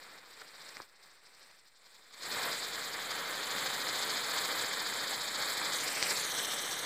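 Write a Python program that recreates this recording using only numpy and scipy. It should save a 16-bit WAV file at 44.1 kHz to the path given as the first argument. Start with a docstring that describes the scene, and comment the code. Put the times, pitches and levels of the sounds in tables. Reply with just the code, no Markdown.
"""A weak, unsteady fizz comes first; after some two seconds the main charge flares into a loud hiss.
A small firework wheel spins on hard ground outdoors: its jet is coloured turbulence with crackling grains,
a path round the casing sweeps a notch once a turn, and a few sparks pop, in one or more fading rings.
An inverted echo off the ground cuts a comb of notches; late on a second echo slides its own comb up and down."""
import sys
import numpy as np
from scipy import signal
from scipy.fft import rfft, irfft
from scipy.io import wavfile
from scipy.ndimage import map_coordinates

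SR = 44100
rng = np.random.default_rng(int(sys.argv[2]) if len(sys.argv) > 2 else 0)


def rack_gain(trim_db):
    """Turn a fader trim in dB into the linear factor to multiply a signal by."""
    fader = np.asarray(trim_db, float)
    return 10 ** (fader / 20)


def master(y):
    """Save y as 16-bit WAV."""
    cut = np.clip(np.atleast_2d(y).T, -1, 1)
    pcm = np.round(cut * 32767)  # scale
    wavfile.write(sys.argv[1], SR, pcm.astype(np.int16))


N = 302393  # samples

# ground echo: t/s, lag/ms, strength (0-1) before the near surface blocks part of it
GROUND_ECHO = [(0, .31, .64), (1.5, .29, 0.64), (1.9, .31, 0.66), (3.5, .33, 0.61), (5.7, .32, 0.88)]
# how squarely the near surface faces the microphone: t/s, strength (0-1)
SURFACE_FACING = [(5.7, 0), (5.76, .75), (6.0, .7), (6.1, 1)]
# rings of the popping sparks, a pop may have several, the last a low thump:
# t/s, ring level/dB, ring f/Hz, t60/ms
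POP_RINGS = [(.4160, -41, 1500, 5), (.4188, -37, 1500, 5), (.76925, -36, 5200, 1.8),
             (.7694, -31, 2200, 3.5), (.8020, -30, 1100, 4.5), (.8040, -43, 350, 12),
             (.8197, -36, 5500, 1.6), (3.1045, -31, 4000, 1.5), (3.5842, -29, 2500, 1.8),
             (6.02714, -14, 4400, 1.5), (6.02718, -20, 2200, 3.5), (6.0300, -60, 48, 110)]
# spin of the wheel: t/s, rate/(turns per s)
WHEEL_SPIN = [(0.0, 12.38), (0.75, 15.09), (1.1, 13.07), (2.6, 9.27), (3.2, 12.4), (3.5, 12.62),
              (4.0, 14.22), (5.3, 14.48), (5.65, 12.74), (6.45, 14.77), (6.86, 14.72)]
# strength of the burn: t/s, roar level/dB, brightness/dB
BURN_STRENGTH = [(0, -55.5, 1), (.1, -52.5, -4), (.24, -57.5, -2), (.62, -55.5, 2), (.82, -54, -1),
                 (.88, -66.5, 0.5), (1.0, -64.5, 0.5), (1.4, -61.5, 2.5), (1.7, -69, 4), (1.92, -63, 3.5),
                 (2.13, -63, 2.5), (2.26, -44.5, 2.5), (2.46, -36, -4), (2.6, -43.5, 3.5), (3.1, -41, -2),
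                 (3.5, -39.5, -1), (4.1, -39, 2), (4.6, -39, 1), (5.2, -42, 2.5), (5.44, -39.5, 1),
                 (6.05, -39.5, 0.5), (6.5, -40, -3), (6.86, -41, -2.5)]
# spurts of the jet, negative where it falters: t/s, swell level/dB, length/ms
JET_SPURTS = [(.31, 2.5, 67), (.51, -1.5, 67), (.42, 2.5, 50), (.58, -1.5, 30), (.98, -3, 50),
              (1.05, 4, 55), (1.21, -5, 75), (1.24, 4, 20), (1.62, -2, 47), (1.67, 3.5, 53), (1.865, 4, 20),
              (1.955, 4.5, 22), (2.14, 3.5, 43), (2.33, 0, 57), (2.63, 0.5, 27), (4.25, -2.5, 91),
              (4.6, 2.5, 73), (5.11, 2.5, 38), (5.32, -2, 100), (6.04, 2.5, 30), (6.108, 3.5, 64),
              (6.21, 2.5, 12), (6.39, 2.5, 40), (6.521, 2, 110)]
# colour of the jet noise: f/Hz, relative level/dB
JET_COLOUR = [(25, -24), (60, -25), (120, -9.5), (250, -9), (430, -2), (640, -3.5), (1000, -3),
              (1400, -3.5), (2100, -1), (3000, 2.5), (4000, 0.5), (7000, -5), (10000, -6), (14200, 2),
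              (15500, -2.5)]


def rms_one(x):
    """Scales a signal to an RMS of 1."""
    return x / np.sqrt(np.mean(x ** 2) + 1e-20)


def in_time(rows):
    """Draws each column of a table as a curve, one value per sample."""
    s, *columns = np.transpose(rows)
    return [np.interp(np.arange(N) / SR, s, c) for c in columns]


def drift(corner_hz):
    """Slow chance of spread 1: noise through a double one-pole low-pass, drawn every 20 samples."""
    r = np.exp(-40 * np.pi * corner_hz / SR)
    slow = signal.lfilter([1], [1, -2 * r, r * r], rng.standard_normal(N // 20 + 3002))
    slow = slow[3000:]  # skip the filter's settling
    return np.interp(np.arange(N) / 20, np.arange(len(slow)), rms_one(slow))


def delayed(x, lag_ms):
    """Reads x a varying time late."""
    return map_coordinates(x, [np.arange(N) - lag_ms * SR / 1000], order=3)


def bin_hz():
    """Frequency of each spectrum bin, nudged up 1 Hz to stay clear of zero."""
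    return np.arange(N // 2 + 1) * SR / N + 1


def pass_band(low_hz, high_hz, order):
    """Smooth weights 0-1 over the spectrum's bins."""
    hz = bin_hz()
    return 1 / (1 + (low_hz / hz) ** order) / (1 + (hz / high_hz) ** order)


def band(x, low_hz, high_hz, order):
    """Keeps one band of x, without phase shift."""
    return irfft(rfft(x) * pass_band(low_hz, high_hz, order), N)


def rumble():
    """Low rumble: leaky-summed noise, partly shared by the channels and partly each channel's own."""
    noise = rng.standard_normal(N) + .6 * rng.standard_normal((2, N))
    return rack_gain(-87) * rms_one(signal.lfilter([1], [1, -.99], noise))


def microphone(x):
    """One microphone, deaf to deep bass, adds its faint self-noise."""
    heard = signal.lfilter(*signal.butter(2, 74, "high", fs=SR), x)
    return heard + rack_gain(-92) * rng.standard_normal(N)


def echo(x, lag_ms, strength, shift_turns, low_hz, high_hz):
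    """Grazing reflection: late, inverted, phase-shifted and weaker at both ends of the spectrum."""
    shifted = rfft(x) * pass_band(low_hz, high_hz, order=4) * np.exp(2j * np.pi * shift_turns)
    return -strength * delayed(irfft(shifted, N), lag_ms)


def scatter(x):
    """Things lying about scatter the sound: a faint, fast-fading burst of random reflections."""
    level_db, t60_s = -15.5, .05
    age = np.arange(SR // 10) / SR
    tail = rng.standard_normal(len(age)) * rack_gain(-60 * age / t60_s) * (age > .0015)
    tail = rack_gain(level_db) * tail / np.linalg.norm(tail)
    return signal.fftconvolve(x, tail)[:N]


def near_lag():
    """The near echo's lag shrinks while the surface comes, and grows again while it leaves."""
    rest_ms, dip_ms, creep_ms_per_s = .443, .137, .055
    closest_s, coming_s, leaving_s = 5.97, .3, .47
    since = np.arange(N) / SR - closest_s
    swing = np.clip(since / np.where(since < 0, coming_s, leaving_s), -1, 1)
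    creep = creep_ms_per_s * np.maximum(since - leaving_s, 0)  # afterwards it creeps closer again
    return rest_ms - creep - dip_ms * np.cos(np.pi / 2 * swing) ** 2


def near_surface_colour(x, nearness):
    """The near surface lifts the mid treble and screens the highest."""
    top = band(x, 12000, SR, order=4)
    cupped = band(x, 5360, 9700, order=6)
    return x + nearness * (1.47 * cupped - .75 * top)


def ground(x):
    """Direct sound, ground and near-surface echoes and scatter add up; the lags comb the spectrum."""
    nearness, = in_time(SURFACE_FACING)
    x = near_surface_colour(x, nearness)
    lag_ms, strength = in_time(GROUND_ECHO)
    block_s, block_over_s = 5.72, .082
    blocked = np.clip((np.arange(N) / SR - block_s) / block_over_s, 0, 1)
    strength = strength * (1 - .88 * blocked)  # the near surface gets in the way
    off_ground = echo(x, lag_ms, strength, shift_turns=-.09, low_hz=1050, high_hz=11000)
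    off_surface = echo(x, near_lag(), .6 * nearness, shift_turns=.1, low_hz=1800, high_hz=14500)
    return x + off_ground + off_surface + scatter(x)


def pops():
    """Each row is one ring of a pop, peaking in a dip of pressure; it rises faster than it dies."""
    t, out = np.arange(N) / SR, np.zeros(N)
    for s, db, hz, t60_ms in POP_RINGS:
        near = slice(round(s * SR) - 2000, round(s * SR) + 6000)
        age = t[near] - s
        fade_db = -60000 * np.where(age > 0, age, -2.2 * age) / t60_ms
        ring = rack_gain(fade_db) * np.cos(2 * np.pi * hz * age)
        crack = rack_gain(-5) * np.exp(-(age * 24000) ** 2) * (hz > 1800)  # bright rings add a sharp crack
        out[near] -= rack_gain(db) * (ring + crack)
    return out


def spinning(x):
    """A second path round the casing grows as the nozzle turns away: one notch sweeps once a turn."""
    start_turn, longest_lag_ms, casing_share = .55, .106, .52
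    turns = start_turn + np.cumsum(in_time(WHEEL_SPIN)[0]) / SR
    away = np.abs(np.sin(np.pi * (turns % 1) ** .75))  # the path lengthens faster than it shortens
    round_casing = band(x, 4200, 10000, order=6)
    return x + casing_share * delayed(round_casing, longest_lag_ms * away)


def turbulence(flutter_db, crackles_per_s, crackle_db, spread_db):
    """Fluttering noise with burning grains on top, whose shocks all pull the same way."""
    noise = rng.standard_normal(N) * rack_gain(flutter_db * drift(82))
    sizes = rack_gain(crackle_db + spread_db * np.minimum(rng.exponential(1, N), 4))
    return noise - sizes * (rng.random(N) < crackles_per_s / SR)


def jet_bands(roar_db):
    """The turbulence is coloured and split in roar, hiss and sizzle, bounded near 2.8 and 9.3 kHz."""
    hz = bin_hz()
    colour_hz, colour_db = np.transpose(JET_COLOUR)
    colour = rack_gain(np.interp(np.log(hz), np.log(colour_hz), colour_db))
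    noise = turbulence(flutter_db=-.5, crackles_per_s=400, crackle_db=9, spread_db=2.5)
    spectrum = rfft(noise) * colour
    below_hiss = 1 / (1 + (hz / 2800) ** 6)
    below_sizzle = 1 / (1 + (hz / 9300) ** 12)
    roar = rms_one(irfft(spectrum * below_hiss, N))
    hiss = rms_one(irfft(spectrum * (below_sizzle - below_hiss), N))
    sizzle = rms_one(irfft(spectrum * (1 - below_sizzle) * (hz < 15500), N))
    thin = rms_one(irfft(spectrum * pass_band(15000, 15500, order=12), N))
    weakness = np.clip((-48 - roar_db) / 32, 0, 1)
    return roar, hiss, sizzle + weakness * thin  # a weak burn spits thinner and higher


def jet():
    """The gas jet: roar, hiss and sizzle follow the burn, each with its own level and unrest."""
    roar_db, bright_db = in_time(BURN_STRENGTH)
    roar, hiss, sizzle = jet_bands(roar_db)
    gust_db = .6 * drift(3.1)
    t = np.arange(N) / SR
    spurt_db = sum(db * np.exp(-((t - s) / (ms / 2000)) ** 2) for s, db, ms in JET_SPURTS)
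    # levels beside the roar
    hiss_db = -3 + .98 * bright_db
    sizzle_db = -15 + .56 * bright_db
    sizzle_db = sizzle_db + .17 * (roar_db + 40)  # a stronger burn sizzles more
    sizzle_db = sizzle_db + 7 * in_time(SURFACE_FACING)[0] ** 2  # thrown at the microphone
    roar = rack_gain(-1.5 + .77 * spurt_db + .93 * drift(45)) * roar
    hiss = rack_gain(hiss_db + spurt_db + 1.1 * drift(27)) * hiss
    sizzle = rack_gain(sizzle_db + spurt_db + 1.9 * drift(30)) * sizzle
    return rack_gain(roar_db + gust_db) * (roar + hiss + sizzle)


def scene():
    """The wheel and its sparks over hard ground, one microphone feeding both channels, over low rumble."""
    bursts = pops()
    # sparks in the air meet the echoes less
    heard = ground(spinning(jet()) + .45 * bursts) + .55 * bursts
    return microphone(heard) + rumble()


def top_cut(x):
    """Nothing passes above the cut-off."""
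    return signal.sosfilt(signal.butter(12, 16030, fs=SR, output="sos"), x)


def record(dry):
    """The microphone housing cuts a narrow dip; the converter adds a small steady offset."""
    dip_hz, dip_width_hz, dip_depth = 2720, 380, .45
    dip = signal.lfilter(*signal.iirpeak(dip_hz, dip_hz / dip_width_hz, fs=SR), dry)
    mix = dry - dip_depth * dip - .0004
    return top_cut(mix)


dry = scene()
out = record(dry)
master(out)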